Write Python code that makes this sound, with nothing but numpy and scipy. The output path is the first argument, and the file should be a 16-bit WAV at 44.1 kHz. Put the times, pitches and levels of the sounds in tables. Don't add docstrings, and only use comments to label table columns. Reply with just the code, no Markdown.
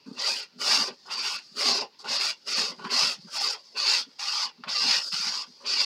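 import sys
import numpy as np
from scipy import signal
from scipy.fft import rfft, irfft, next_fast_len
from scipy.io import wavfile
from scipy.ndimage import uniform_filter1d, map_coordinates

SR = 44100
rng = np.random.default_rng(int(sys.argv[2]) if len(sys.argv) > 2 else 0)


def master_out(mix):
    frames = np.transpose(np.atleast_2d(mix))
    ceiling = np.clip(frames, -1, 1)
    pcm = np.round(ceiling * 32767).astype(np.int16)
    wavfile.write(sys.argv[1], SR, pcm)


N = 257984
TIME_S = np.arange(N) / SR
CONTROL_S = TIME_S[::16]

# (start [s], bite [dB/s], swell [s], ease [s], crest [dB], swell [dB],
# ease [dB], swish in next turn [dB], then cloth drum, hollow rub, weave rasp, tip fizz [dB re crest])
STROKES = [(0.188, 560, 0.087, 0.15, -28.5, 4.5, 10, -73, -18.5, -13.5, -6.5, -15),
           (0.614, 722, 0.11, 0.16, -22, 10, 13, -59, -17, -11, -9, -15.5),
           (1.109, 750, 0.16, 0.11, -31.5, 4, 6, -54.5, -21.5, -9.5, -5, -14.5),
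           (1.572, 700, 0.11, 0.14, -22, 12.5, 12.5, -73, -13.5, -12, -9.5, -16.5),
           (2.085, 648, 0.18, 0.041, -28, 4, 4, -60.5, -20, -13, -7, -16),
           (2.477, 750, 0.098, 0.14, -25, 9.5, 15, -57.5, -17, -13.5, -9, -17),
           (2.907, 900, 0.12, 0.11, -24, 6, 10.5, -54.5, -20, -13, -8.5, -16.5),
           (3.334, 478, 0.11, 0.1, -27.5, 9, 7, -56.5, -21.5, -11, -9.5, -14),
           (3.769, 950, 0.16, 0.082, -22.5, 9, 9, -61.5, -26, -15.5, -8.5, -20.5),
           (4.195, 1700, 0.16, 0.11, -29.5, 4.5, 3.5, -75, -31, -11, -8, -19),
           (4.681, 1900, 0.25, 0.074, -22.5, 11, 9, -36, -25, -14, -9, -21.5),
           (5.122, 1900, 0.13, 0.18, -29, 1, 8.5, -56.5, -30, -13.5, -10.5, -19.5),
           (5.659, 1000, 0.13, 0.13, -25, 8.5, 8, -60, -24, -17, -8, -22)]


def amp(db):
    return 10 ** (np.asarray(db) / 20)


def unit(x):
    return x / np.sqrt(np.mean(x ** 2) + 1e-20)


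def along(points, hz):
    knots_hz, values = np.transpose(points)
    return np.interp(np.log(hz + 1), np.log(knots_hz), values)


def wobble(rate_hz):
    knots = rng.standard_normal(int(N * rate_hz / SR) + 4)
    return map_coordinates(knots, [TIME_S * rate_hz])


def add(track, start_s, sound):
    part = track[max(0, round(start_s * SR)):][:len(sound)]
    part += sound[:len(part)]


def coloured(x, gain):
    size = 2 * next_fast_len(N // 2 + 8192)
    magnitude = np.maximum(gain(np.fft.rfftfreq(size, 1 / SR)), 1e-6)
    cepstrum = irfft(np.log(magnitude), size)
    cepstrum[1:size // 2] *= 2
    cepstrum[size // 2 + 1:] = 0
    return irfft(rfft(x, size) * np.exp(rfft(cepstrum)), size)[:N]


def spectrum(points):
    return lambda hz: amp(along(points, hz))


def resonances(modes, low_hz, high_hz):
    def gain(hz):
        power = sum(amp(db) ** 2 / (1 + (2 * (hz - centre) / width) ** 2) for centre, width, db in modes)
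        return np.sqrt(power / (1 + (low_hz / (hz + 1)) ** 8 + (hz / high_hz) ** 8))
    return gain


def hiss(level_db=-62.5):
    # (frequency [Hz], relative density [dB])
    noise_shape = [(25, -40), (80, -10), (160, 6), (450, 3), (1200, -11.5), (1800, -3), (2700, -9),
                   (3500, -1.5), (4750, 10.5), (6200, -5), (8500, -22), (15500, -22)]
    return amp(level_db) * unit(coloured(rng.standard_normal(N), spectrum(noise_shape)))


def room(x):
    # (frequency [Hz], T60 [s])
    decay = [(200, 0.13), (2000, 0.079), (10000, 0.054)]
    hz, t, bins = signal.stft(rng.standard_normal(SR // 3), SR, nperseg=256)
    tail = signal.istft(bins * amp(-60 * t / along(decay, hz)[:, None]), SR, nperseg=256)[1]
    return signal.fftconvolve(x, tail / np.linalg.norm(tail))[:N]


def flicks(gain_db=-12.0, t60_s=0.057):
    # (time [s], relative level [dB])
    snaps = [(0.588, -35), (0.71, -20), (2.475, -19), (2.789, -34), (2.849, -12), (2.898, -23),
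             (3.757, -28), (3.872, -16), (4.195, -23), (4.576, -39), (4.637, -12.5), (4.655, -26),
             (4.68, -12.5), (5.122, -31)]
    # (frequency [Hz], gain [dB])
    tick_shape = [(300, -24), (900, -1), (1400, 2.5), (2000, -4.5), (3200, -9.5), (4800, -5), (6500, -34),
                  (15000, -51)]
    track, t = np.zeros(N), np.arange(SR // 10) / SR
    for start_s, db in snaps:
        add(track, start_s, amp(db + gain_db - 60 * t / t60_s) * rng.standard_normal(len(t)))
    return coloured(track, spectrum(tick_shape))


def thuds(gain_db=-6.0):
    # (crest [s], relative peak [dB], half length [s], pitch [ratio to rest])
    pushes = [(0.081, -26.5, 0.011, 1.09), (0.118, -25, 0.0066, 1.1), (0.176, -40, 0.0092, 1.03),
              (0.575, -40.5, 0.024, 1.02), (0.915, -38, 0.011, 1.03), (1.523, -45.5, 0.013, 0.94),
              (2.595, -30.5, 0.017, 1.02), (2.806, -37.5, 0.022, .92), (2.861, -28, 0.011, 0.94),
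              (3.08, -38, 0.012, 0.95), (3.188, -42, 0.011, 0.82), (3.258, -35.5, 0.015, 0.91),
              (4.08, -43.5, 0.0092, 1.1), (4.601, -38.5, 0.01, 0.99), (4.682, -35.5, 0.01, 0.93),
              (4.855, -31, 0.008, 1.1), (4.894, -35, 0.014, 1.02), (4.977, -45, 0.014, 0.92),
              (5.139, -35, 0.0088, 0.86), (5.203, -40, 0.014, 0.94), (5.277, -38, 0.025, 1),
              (5.494, -46, 0.015, 1.03)]
    # (frequency [Hz], relative level [dB])
    cloth_modes = [(165, -4), (195, 2), (240, 5.5), (330, -7), (410, -4)]
    track, t = np.zeros(N), np.arange(-SR // 20, SR // 20) / SR
    for crest_s, peak_db, half_s, pitch in pushes:
        ring = sum(amp(db + rng.normal(0, 1)) * np.sin(2 * np.pi * (hz * pitch * t + rng.random()))
                   for hz, db in cloth_modes)
        ring /= np.cosh(t / half_s) ** 2
        add(track, crest_s + t[0], amp(peak_db + gain_db) * ring / np.abs(ring).max())
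    return track


def loudest_db(levels_db):
    return np.interp(TIME_S, CONTROL_S, np.max(levels_db, axis=0))


def held_db(rows, attack_db_per_s, release_db_per_s):
    return loudest_db([db - attack_db_per_s * np.maximum(start_s - CONTROL_S, 0)
                       - release_db_per_s * np.maximum(CONTROL_S - start_s - length_s, 0)
                       for start_s, length_s, db in rows])


def stroke_db(law, layer):
    arch_share, bite_share, release_db_per_s, near_db, overhang_s = law
    t, levels_db = CONTROL_S, []
    for k, stroke in enumerate(STROKES):
        start_s, bite_db_per_s, swell_s, ease_s, crest_db, swell_db, ease_db = stroke[:7]
        drum_db, rub_db, rasp_db, fizz_db = stroke[8:]
        returning = k % 2
        crest_s = start_s + swell_s
        end_s = crest_s + ease_s
        top_db = crest_db + dict(scrub=0, drum=drum_db, rub=rub_db, rasp=rasp_db, fizz=fizz_db)[layer]
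        arch_db = (swell_db * np.clip((crest_s - t) / swell_s, 0, 1) ** 1.32
                   + ease_db * np.clip((t - crest_s) / ease_s, 0, 1) ** 1.49)
        nearness = np.interp(t, [start_s, end_s], [-.5, .5] if returning else [.5, -.5])
        land_s, lift_s = (start_s, end_s + overhang_s) if returning else (start_s - overhang_s, end_s)
        lift_db = (bite_share * bite_db_per_s * np.maximum(land_s - t, 0)
                   + release_db_per_s * np.maximum(t - lift_s, 0))
        levels_db.append(top_db + near_db * nearness - arch_share * arch_db - lift_db)
    return loudest_db(levels_db)


def contact_db():
    # (arch share [ratio],
    # bite share [ratio], release [dB/s], near over far side [dB], near-side overhang [s])
    scrub_law = (1, 1, 480, 1.5, -0.01)
    drum_law = (0.67, 0.69, 370, 4.8, 0.016)
    rub_law = (0.83, 1.2, 425, 1.4, 0.0034)
    rasp_law = (0.95, 1.34, 418, -3, 0.0064)
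    fizz_law = (0.88, 1.2, 750, -5, -.006)
    # (start [s], length [s], rub [dB], scrub [dB])
    grazes = [(0.065, 0.05, -62.5, -59.5), (0.13, 0.04, -63, -54), (1.06, 0.02, -56, -52),
              (1.08, 0.02, -47.5, -53), (1.993, 0.027, -58, -48), (2.045, 0.042, -42, -47),
              (2.792, 0.049, -46.5, -55.5), (2.845, 0.029, -37.5, -47.5), (3.276, 0.04, -57, -54),
              (4.642, 0.03, -52, -72), (5.048, 0.035, -53.5, -37), (5.605, 0.05, -57, -57)]
    dips_s = [0.202, 0.418, 1.162, 1.207, 1.376, 1.737, 1.803, 2.187, 2.548, 3.394, 3.488, 5.795]

    next_starts_s = [row[0] for row in STROKES[1:]] + [N / SR]
    turns = [(start_s + swell_s, next_s - start_s - swell_s, swish_db)
             for (start_s, _, swell_s, _, _, _, _, swish_db, *_), next_s in zip(STROKES, next_starts_s)]
    turn_db = held_db(turns, attack_db_per_s=500, release_db_per_s=500)
    graze_slopes = dict(attack_db_per_s=2200, release_db_per_s=700)
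    graze_rub_db = held_db([(s, length_s, db) for s, length_s, db, _ in grazes], **graze_slopes)
    graze_scrub_db = held_db([(s, length_s, db) for s, length_s, _, db in grazes], **graze_slopes)
    dip = sum(np.exp(-((TIME_S - s) / 0.0078) ** 2) for s in dips_s)

    def layer_db(law, layer, floor_db, graze_db, dip_db):
        return np.maximum(stroke_db(law, layer), np.maximum(floor_db, graze_db)) - dip_db * dip

    return (layer_db(scrub_law, "scrub", floor_db=turn_db, graze_db=graze_scrub_db, dip_db=0),
            layer_db(drum_law, "drum", floor_db=-77, graze_db=graze_rub_db - 5, dip_db=4.5),
            layer_db(rub_law, "rub", floor_db=-72.5, graze_db=graze_rub_db, dip_db=4.5),
            layer_db(rasp_law, "rasp", floor_db=-69.5, graze_db=graze_rub_db - 9, dip_db=4.5),
            layer_db(fizz_law, "fizz", floor_db=turn_db - 18.5, graze_db=graze_scrub_db - 15.5,
                     dip_db=34))


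def sliding(out_hz, back_hz, width_hz, floor):
    path = [point for k, (start_s, _, swell_s, ease_s, *_) in enumerate(STROKES)
            for point in zip((start_s, start_s + swell_s + ease_s), back_hz if k % 2 else out_hz)]
    path_s, centre_hz = np.transpose(path)
    return lambda hz, s: floor + 1 / (1 + (2 * (hz - np.interp(s, path_s, centre_hz)) / width_hz) ** 2)


def shifting(x, patchy_db, gain=lambda hz, s: 1):
    hz, s, bins = signal.stft(x, SR, nperseg=1024, noverlap=768)
    patches = uniform_filter1d(rng.standard_normal(bins.shape), size=5, axis=0)
    patches = uniform_filter1d(patches, size=9, axis=1)
    shaped = bins * amp(patchy_db * unit(patches)) * gain(hz[:, None], s)
    shaped *= np.linalg.norm(bins, axis=0) / (np.linalg.norm(shaped, axis=0) + 1e-20)
    return unit(signal.istft(shaped, nperseg=1024, noverlap=768)[1][:N])


def slips(clumps, rate_hz, spread_db):
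    happens = rng.random(N) < rate_hz / SR
    sizes = amp(spread_db * (2 * rng.random(N) - 1))
    return happens * rng.choice([-1, 1], N) * clumps * sizes


def brush():
    # (frequency [Hz], width [Hz], relative level [dB])
    drum_modes = [(180, 32, -18.5), (238.4, 26, -4), (373, 23.6, -1), (416, 31, 0.5), (520, 50, -14),
                  (572, 65, -2), (670, 180, -9)]
    frame_modes = [(795, 41, -2), (909, 69, 0.5), (1030, 53, -2.5), (1194, 34, -3), (1479, 164, 0.5),
                   (1576, 106, -3.5)]
    weave_modes = [(1887, 82, -1.5), (2550, 710, -5), (2694, 460, 0), (3316, 380, -2), (4160, 290, -2)]
    # (frequency [Hz], relative density [dB])
    scrub_shape = [(900, -65), (2000, -44), (3000, -15.5), (3700, -6.5), (4250, -2.5), (4600, 2), (4950, 3),
                   (5400, -2.5), (6000, -9), (7000, -15), (8500, -30), (12000, -44.5)]
    fizz_shape = [(3500, -30), (5500, -0.5), (7000, 3), (8500, -2), (10000, -7), (12500, -16), (15500, -21)]

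    scrub_db, drum_db, rub_db, rasp_db, fizz_db = contact_db()
    clumps = amp(2.32 * np.tanh(0.41 * wobble(600) + .5 * wobble(130)))
    drag_db = 1.07 * wobble(35)
    drum = coloured(slips(clumps, rate_hz=3000, spread_db=5), resonances(drum_modes, 207, 780))
    rub = coloured(slips(clumps, rate_hz=4000, spread_db=5), resonances(frame_modes, 636, 1690))
    rasp = coloured(slips(clumps, rate_hz=5000, spread_db=2), resonances(weave_modes, 1730, 4330))
    scrub = coloured(slips(clumps, rate_hz=7000, spread_db=3), spectrum(scrub_shape))
    fizz = coloured(slips(clumps, rate_hz=5500, spread_db=-0.5), spectrum(fizz_shape))
    hollow = sliding(out_hz=(1050, 1338), back_hz=(1338, 1050), width_hz=200, floor=0.55)
    swish = sliding(out_hz=(4440, 4440), back_hz=(5040, 5040), width_hz=1450, floor=1.35)
    tips_db = 0.55 * wobble(25)
    return amp(drag_db) * (amp(drum_db) * shifting(drum, patchy_db=7.5)
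                           + amp(rub_db) * shifting(rub, patchy_db=5.0, gain=hollow)
                           + amp(rasp_db) * shifting(rasp, patchy_db=4.5)
                           + amp(scrub_db) * shifting(scrub, patchy_db=3.0, gain=swish)
                           + amp(fizz_db + tips_db) * shifting(fizz, patchy_db=-0.5))


def scene():
    canvas = brush() + thuds() + flicks()
    return (canvas + amp(-11.5) * room(canvas) + hiss())[None]


def record(dry):
    fade_s, top_hz = 0.006, 15800
    size = next_fast_len(N + SR // 2)
    fade = np.minimum(TIME_S[::-1] / fade_s, 1)
    passband = np.fft.rfftfreq(size, 1 / SR) < top_hz
    return irfft(rfft(dry * fade, size) * passband, size)[..., :N]


dry = scene()
out = record(dry)
master_out(out)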